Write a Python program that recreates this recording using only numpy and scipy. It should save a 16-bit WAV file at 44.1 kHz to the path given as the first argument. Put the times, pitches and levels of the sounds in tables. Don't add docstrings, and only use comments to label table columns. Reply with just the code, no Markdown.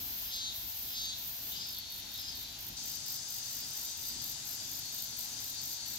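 import sys
import numpy as np
from scipy import signal
from scipy.fft import rfft, irfft
from scipy.io import wavfile

SR = 44100
rng = np.random.default_rng(int(sys.argv[2]) if len(sys.argv) > 2 else 0)


def waveform_to_disk(signal):
    frames = np.transpose(np.atleast_2d(signal))
    scaled = np.clip(frames, -1, 1) * 32767
    samples = np.round(scaled).astype(np.int16)
    wavfile.write(sys.argv[1], SR, samples)


N = 263718
T = np.arange(N) / SR
HZ = np.fft.rfftfreq(N, 1 / SR)
POND_S = 2.768

# (share of the cycle, level [dB])
TYMBAL_RIBS = [(0, 0), (.26, -5), (.48, -1), (.73, -5)]
# (full from [s], until [s], relative level [dB], tymbal cycles at first [Hz], slowing [Hz per s])
BURSTS = [(0, .27, -40.5, 168, -1), (.56, .915, -41.5, 168.5, 4), (1.185, 1.52, -42, 168.5, 13.5)]
# (frequency [Hz], level [dB])
BUZZ_COLOUR = [(7000, -24.5), (8000, -15), (9500, -45), (10800, -8), (11600, -1.5), (12100, -3.5),
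               (13000, 4), (13600, 1), (14400, -1), (15400, -.5), (15800, -4.5)]
BURST_RISE_DB_PER_S, BURST_FALL_DB_PER_S = 278, 128

# (from [s], until [s], relative level [dB], basic tymbal cycles [Hz])
CALLS = [(.34, 0.476, -39.5, 172.0), (0.968, 1.104, -39.5, 171.7)]
# (frequency [Hz], level [dB])
VOICE_COLOUR = [(2700, -26), (3100, -18), (3430, -4), (3780, -1), (4120, 2), (4460, 0), (4810, -5),
                (5150, -15), (5500, -10), (5850, -14), (6200, -1), (6520, -2), (6900, -12), (8400, -20),
                (10000, -40)]
OPEN_S, TAIL_DB_PER_S = .026, 168
BELLY_HZ, BELLY_WIDTH_HZ, BELLY_SINK_HZ_PER_S = 4900, 1200, 4500
SETTLE_S, FAST_START, SLOW_END = .0401, .016, .02
DEEP_HZ, DEEP_DB, DEEP_OPEN_S, DEEP_TAIL_DB_PER_S = 3620, -4, .043, 108
PICKUP_S, PICKUP_DB, PICKUP_HZ = .052, -8.5, 3480
LEAD_S, LEAD_DB, LEAD_MULTIPLE = .082, -7, 29

# (start [s], end [s], relative level [dB], main resonance at the start [Hz], main resonance at the end [Hz],
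#  second resonance at the start [Hz], second resonance level [dB], broad rasp level [dB])
NOTES = [(1.52, 1.563, -42.5, 3620, 3590, 3020, -5, 2), (1.56, 1.619, -41.5, 4940, 4905, 3620, -6.5, -2),
         (1.613, 1.695, -41.5, 5100, 5040, 4590, -2, -4), (1.698, 1.778, -45.5, 4600, 4300, 3900, -5, -7),
         (1.74, 1.782, -50, 3470, 3400, 3800, -4, -11), (1.79, 1.902, -46.5, 4470, 4336, 3830, -8, -8),
         (1.9, 2.15, -48, 4370, 4370, 3690, -2.5, -6), (2.146, 2.19, -47, 3870, 3875, 3560, -4, -4),
         (2.187, 2.288, -41.5, 5140, 5040, 4930, -3, -3), (2.282, 2.33, -43.5, 5060, 5040, 4420, -3, -2),
         (2.327, 2.423, -48, 4380, 4410, 3670, -5, -3), (2.423, 2.56, -49, 3990, 3980, 4730, -3, -8)]
# (frequency [Hz], level [dB])
NOTE_RASP = [(2200, -24), (3300, -2), (3900, 3), (4700, -5), (5600, -10), (6300, -3), (7500, -9),
             (9500, -29)]
NOTE_PULSE_HZ = 337.7
NOTE_RISE_DB_PER_S, NOTE_FALL_DB_PER_S = 1500, 350

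# (start [s], syllables before rounding, relative level [dB])
CHIRPS = [(.065, 4, -45), (.305, 4.5, -44), (.525, 3, -45), (.753, 5, -43), (.98, 4.7, -44), (1.24, 4, -42),
          (1.436, 5, -45), (1.672, 6.6, -42.5), (1.905, 6, -43), (2.121, 5.6, -44), (2.356, 5, -42.5),
          (2.591, 6.1, -43), (2.841, 6.8, -40.5), (3.066, 6, -39.5), (3.288, 5.7, -41), (3.512, 6.2, -41),
          (3.737, 7, -40.5), (3.976, 7, -41.5), (4.223, 6.1, -39.5), (4.454, 5.7, -40.5), (4.697, 6.1, -41),
          (4.928, 6.7, -41), (5.172, 5.2, -40), (5.405, 6, -42), (5.619, 7, -41.5), (5.863, 6.5, -41)]
# (first chirp [s], last chirp [s], relative level [dB], left minus right [dB])
RUNS = [(2.055, 2.674, -52, 3), (3.442, 4.066, -49, -10), (4.616, 5.71, -50, -9)]
RUN_PERIOD_S, RUN_SYLLABLES = .215, 4
MEADOW_SIDE_DB, POND_SIDE_DB = -2.5, 1.2
# (time [s], frequency [Hz])
WING_HZ = [(0, 13400), (1.7, 13700), (2.7, 13600), (2.85, 14000), (4.05, 13800), (4.3, 13350),
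           (5.25, 13400), (5.65, 13600), (5.9, 13300)]
# (frequency [Hz], level [dB])
TEETH_RASP = [(6000, -33), (9000, -5), (11000, -2), (12500, 3.5), (14500, -8), (16000, -0.5)]

# (frequency [Hz], level [dB])
CHORUS_COLOUR = [(1800, -27), (2400, -23), (2750, -15), (3200, -11.5), (3600, -5.5), (4100, -4.5),
                 (4700, -2), (5200, -3.5), (5550, -7.5), (6150, -0.5), (6850, -7), (7600, -3.5),
                 (8300, -11), (9500, -14.5), (12500, -18.5)]
# (frequency [Hz], width [Hz], boost [dB])
CHORUS_PEAKS = [(3670, 130, 4), (4100, 80, 0.5), (4650, 140, 1.5), (5940, 130, 3), (6190, 130, 3),
                (6700, 77, 6.5), (7020, 100, 7)]
# (time [s], frequency [Hz])
LEADER_HZ = [(2.8, 4940), (3.6, 4790), (4.4, 4770), (5.1, 4680), (5.9, 4640)]
# (frequency [Hz], level [dB])
FAR_CHORUS = [(1800, -23), (2500, -9), (3300, -2), (4400, 1), (5200, -2.5), (5800, -4.5), (6400, -4.5),
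              (7200, -11), (8500, -17)]

# (time [s], level [dB])
WIND_DB = [(0.0, -57), (.13, -57.5), (.2, -58.5), (1.75, -59), (1.85, -62.5), (1.95, -58), (2.7, -57.5),
           (2.85, -59), (3.98, -59.5), (4.13, -53.5), (4.26, -60.5), (4.8, -56), (4.96, -60.5), (5.98, -60)]
# (frequency [Hz], level [dB])
FLOWER_WIND = [(12, -39), (20, -17), (48, -1.5), (64, -3.5), (119, -3.5), (141, -7.5), (177, -9),
               (267, -8.5), (305, -13), (480, -22), (620, -50), (1060, -120)]
# (frequency [Hz], level [dB])
POND_WIND = [(12, -42), (20, -12), (43, -4.5), (75, -2.5), (124, 0.5), (147, -0.5), (177, -10.5),
             (205, -4.5), (264, -5), (480, -20.5), (620, -70), (1060, -120)]
# (frequency [Hz], level [dB])
AIR_COLOUR = [(200, -21), (480, -6.5), (650, 1.5), (880, 3.5), (1150, -3), (1450, 1.5), (2200, 1),
              (3200, 4), (6500, 8), (8500, -8), (11000, 0), (13500, 0), (16000, -17)]
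# (frequency [Hz], left-right likeness, 1 = the same)
ALIKE = [(30, 0.95), (80, 0.95), (160, 0.93), (280, 0.94), (450, 0.57), (750, 0.66), (1200, 0),
         (16000, 0.21)]


def near_cicada():
    calls = sum(cicada_call(*call) for call in CALLS)
    calls = scatter(calls, t60=.4, wet_db=-5, lag=10)
    notes = sum(closing_note(*note) for note in NOTES)
    notes = scatter(notes, t60=.27, wet_db=-2, lag=10)
    return pan(1) * calls + pan(3.8) * notes + high_buzz()


def high_buzz(level_db=1, flutter_db=1.2, swell_db=.4, unsteady=.0007, hiss_db=-9):
    rate = np.full(N, 1. * BURSTS[0][3])
    loudness = np.zeros(N)
    for start, end, db, cycle_hz, slowing in BURSTS:
        early, late = outside(start, end)
        burst = amp(db + level_db - BURST_RISE_DB_PER_S * early - BURST_FALL_DB_PER_S * late)
        rate = np.where(burst > loudness, cycle_hz - slowing * np.clip(T - start, 0, .5), rate)
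        loudness = np.maximum(loudness, burst)
    ribs = clicks(rate * (1 + unsteady * waver(20)), TYMBAL_RIBS, jitter=4e-6, drift=.004)
    ribs = ribs * amp(flutter_db * waver(300) + swell_db * waver(10.3))
    ribs = ribs + amp(hiss_db) * rng.standard_normal(N)
    buzz = loudness * colour(ribs, read(BUZZ_COLOUR, HZ))
    return pan(2.0) * scatter(buzz, t60=.093, wet_db=1.5, lag=18)


def cicada_call(start, end, db, cycle_hz, level_db=-2, uneven_db=-11, belly_db=-5.5, rasp_db=-12.0):
    early, late = outside(start, end)
    settling = 1 / (1 + np.exp(np.clip((T - start) / SETTLE_S, -30, 30)))
    slowing = SLOW_END * np.minimum(late / SETTLE_S / 2, 1)
    rate = cycle_hz * (1 + FAST_START * settling ** 2 - slowing + .0011 * waver(24.9))
    one = clicks(rate)
    other = clicks(rate, [(.5, 0)])
    rasp = amp(rasp_db) * rng.standard_normal(N)

    voice = colour(unit(one + other) + rasp, read(VOICE_COLOUR, HZ))
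    belly_hz = BELLY_HZ - BELLY_SINK_HZ_PER_S * np.clip(T - start, -.05, .25)
    belly = ring(one - amp(uneven_db) * other + rasp, belly_hz, BELLY_WIDTH_HZ)
    voice = voice + amp(belly_db) * belly
    opened = np.exp(-(early / OPEN_S) ** 2) * amp(-TAIL_DB_PER_S * late)

    deep_opened = np.exp(-(early / DEEP_OPEN_S) ** 2) * amp(DEEP_DB - DEEP_TAIL_DB_PER_S * late)
    deep = deep_opened * ring(one + other, DEEP_HZ, 560)

    whistle_turns = LEAD_MULTIPLE * np.cumsum(rate) / SR
    whistle = unit(np.sin(2 * np.pi * whistle_turns + .8 * waver(150))) * amp(LEAD_DB + 2 * waver(120))
    whistle = whistle * np.exp(-((T - start + LEAD_S / 4) / LEAD_S) ** 2)

    pickup = amp(PICKUP_DB) * ring(rng.standard_normal(N), PICKUP_HZ, 1600)
    pickup = pickup * np.exp(-((T - start + PICKUP_S) / PICKUP_S) ** 2)
    return amp(db + level_db) * (opened * voice + deep + whistle + pickup)


def closing_note(start, end, db, from_hz, to_hz, second_hz, second_db, rasp_db,
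                 level_db=-1.7, width_hz=440, unsteady=.006, hiss_db=-9, flicker_db=1.7):
    glide = np.interp(T, [start, end], [1, to_hz / from_hz]) * (1 + unsteady * waver(45))
    main, second = [clicks(hz / round(hz / NOTE_PULSE_HZ) * glide, jitter=1.2e-5)
                    for hz in (from_hz, second_hz)]
    hiss = amp(hiss_db) * rng.standard_normal(N)
    voice = ring(main + hiss, from_hz * glide, width_hz)
    voice = voice + amp(second_db) * ring(second + hiss, second_hz * glide, width_hz)
    ribs = clicks(NOTE_PULSE_HZ / 2 * glide, TYMBAL_RIBS, jitter=8e-5)
    voice = voice + amp(rasp_db) * colour(ribs, read(NOTE_RASP, HZ))
    early, late = outside(start, end)
    fade_db = -NOTE_RISE_DB_PER_S * early - NOTE_FALL_DB_PER_S * late
    return amp(db + level_db + flicker_db * waver(25) + fade_db) * unit(voice)


def katydids(level_db=2, syllable_s=.0192, rise_s=.0045, fall_s=.0036, first_db=-3, grow_db=.06,
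             width_hz=1900, rasp_db=-2):
    strokes = np.zeros((2, N))
    for first, syllables, db, side_db in chirps():
        for k in range(round(syllables)):
            s = first + k * syllable_s
            near = slice(max(round(s * SR) - 900, 0), round(s * SR) + 900)
            t = T[near] - s
            swell = np.exp(-.5 * (t / np.where(t < 0, rise_s, fall_s)) ** 2)
            stroke_db = db + level_db + first_db * (k == 0) + grow_db * (k - syllables / 2)
            stroke_db = stroke_db + .6 * rng.standard_normal()
            strokes[:, near] += pan(side_db) * amp(stroke_db) * swell
    teeth = np.array([tooth_run(), tooth_run()]) + .5 * tooth_run()
    wing_hz = follow(WING_HZ)[0] * (1 + .012 * waver(5.7))
    wings = ring(teeth, wing_hz, width_hz) + amp(rasp_db) * colour(teeth, read(TEETH_RASP, HZ))
    return scatter(strokes * unit(wings), t60=.11, wet_db=-1.5)


def chirps():
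    found = [(s, syllables, db, MEADOW_SIDE_DB if s < POND_S else POND_SIDE_DB)
             for s, syllables, db in CHIRPS]
    for first, last, db, side_db in RUNS:
        count = 1 + round((last - first) / RUN_PERIOD_S)
        found += [(s, RUN_SYLLABLES, db, side_db) for s in np.linspace(first, last, count)]
    return found


def tooth_run(tooth_hz=1900):
    return clicks(tooth_hz * (1 + .12 * waver(90)), jitter=5e-5) * amp(2 * waver(700))


def chorus(level_db=-42.5, leader_db=-7, leader_hz=288.3, leader_width_hz=700, unsteady=.009, count=12):
    crowd = sum(scatter(clicks(hz * (1 + .04 * waver(7))), t60=.3, wet_db=7, lag=2)
                for hz in np.geomspace(230, 460, count))
    peaks_db = sum(db / (1 + (2 * (HZ - hz) / width) ** 2) for hz, width, db in CHORUS_PEAKS)
    drone = colour(crowd, read(CHORUS_COLOUR, HZ) + peaks_db)

    pulses = clicks(leader_hz * (1 + unsteady * waver(22)), jitter=1.5e-5)
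    belly_hz = follow(LEADER_HZ)[0] * (1 + .017 * waver(4))
    leader = scatter(ring(pulses, belly_hz, leader_width_hz), t60=.2, wet_db=1, lag=2)
    drone = drone + amp(leader_db + 2 * waver(14)) * leader
    drone = unit(shimmer(drone, depth_db=1.54, drift_hz=5))
    return pan(5.2) * amp(level_db + .3 * waver(1.95)) * (T > POND_S) * drone


def far_chorus(level_db=-49):
    hiss = colour(rng.standard_normal((2, N)), read(FAR_CHORUS, HZ))
    return pan(2.4) * amp(level_db + .5 * waver(5.53)) * (T < POND_S) * hiss


def wind(lumps_db=1.5):
    air = wide_noise()
    flowers = colour(air, read(FLOWER_WIND, HZ))
    pond = colour(air, read(POND_WIND, HZ))
    rumble = np.where(T < POND_S, flowers, pond)
    return pan(2.5) * amp(follow(WIND_DB)[0] + lumps_db * waver(7)) * rumble


def distance(level_db=-50, pond_db=1):
    hiss = colour(wide_noise(), read(AIR_COLOUR, HZ))
    return pan(3.6) * amp(level_db + pond_db * (T > POND_S) + .5 * waver(3)) * hiss


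def wide_noise():
    left, other = rfft(rng.standard_normal((2, N)))
    same = np.clip(read(ALIKE, HZ), -1, 1)
    right = same * left + np.sqrt(1 - same ** 2) * other
    return irfft(np.array([left, right]), N)


def clicks(rate, strikes=((0, 0),), jitter=0, drift=0):
    turns = np.cumsum(rate) / SR + jitter * rate * waver(300)
    out = np.zeros(N)
    for share, db in strikes:
        place = share + drift * waver(5) if drift else share
        away = ((turns - place + .5) % 1 - .5) * SR / rate
        near = abs(away) < 10
        out[near] += amp(db) * np.sinc(away[near]) * np.exp(-away[near] ** 2 / 20)
    return unit(out)


def ring(x, hz, width):
    turn = np.exp(2j * np.pi * np.cumsum(hz * np.ones(N)) / SR)
    r = np.exp(-np.pi * width / SR)
    smoothed = signal.lfilter([1], [1, -2 * r, r * r], x / turn + 1e-18)
    return unit((turn * smoothed).real)


def scatter(x, t60, wet_db, lag=0):
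    t = np.arange(SR // 2) / SR
    tail = rng.standard_normal((2, len(t))) * amp(-60 * t / t60)
    tail /= np.linalg.norm(tail, axis=1, keepdims=True)
    x = x * np.ones((2, 1))
    wet = signal.fftconvolve(x, tail, axes=1)[:, :N]
    direct = np.array([x[0], np.roll(x[1], round(lag))])
    return (direct + amp(wet_db) * wet) / np.hypot(1, amp(wet_db))


def shimmer(x, depth_db, count=21, drift_hz=3):
    hz, s, z = signal.stft(x, SR, nperseg=1024)
    bands = np.linspace(3000, 8000, count)
    swells = np.array([np.interp(s, T, waver(drift_hz)) for band in bands])
    db = np.transpose([np.interp(hz, bands, frame) for frame in swells.T])
    return signal.istft(z * amp(depth_db * db), SR, nperseg=1024)[1][..., :N]


def colour(x, db):
    return unit(irfft(rfft(x) * amp(db), N))


def waver(hz):
    knots = np.arange(0, T[-1] + 1, .5 / hz)
    return unit(np.interp(T, knots, rng.standard_normal(len(knots))))


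def outside(start, end):
    return np.maximum(start - T, 0), np.maximum(T - end, 0)


def follow(rows):
    s, *columns = np.transpose(rows)
    return [np.interp(T, s, c) for c in columns]


def read(points, hz):
    f, value = np.transpose(points)
    return np.interp(np.log(hz + 1), np.log(f + 1), value)


def pan(db):
    return amp([[db / 2], [-db / 2]])


def amp(db):
    return 10 ** (np.asarray(db) / 20)


def unit(x):
    return x / np.sqrt(np.mean(x ** 2) + 1e-20)


def scene():
    return near_cicada() + katydids() + chorus() + far_chorus() + wind() + distance()


def record(dry):
    band_limit = signal.firwin(511, 15850, window=("kaiser", 9), fs=SR)
    return signal.oaconvolve(dry, band_limit[None], "same")


dry = scene()
out = record(dry)
waveform_to_disk(out)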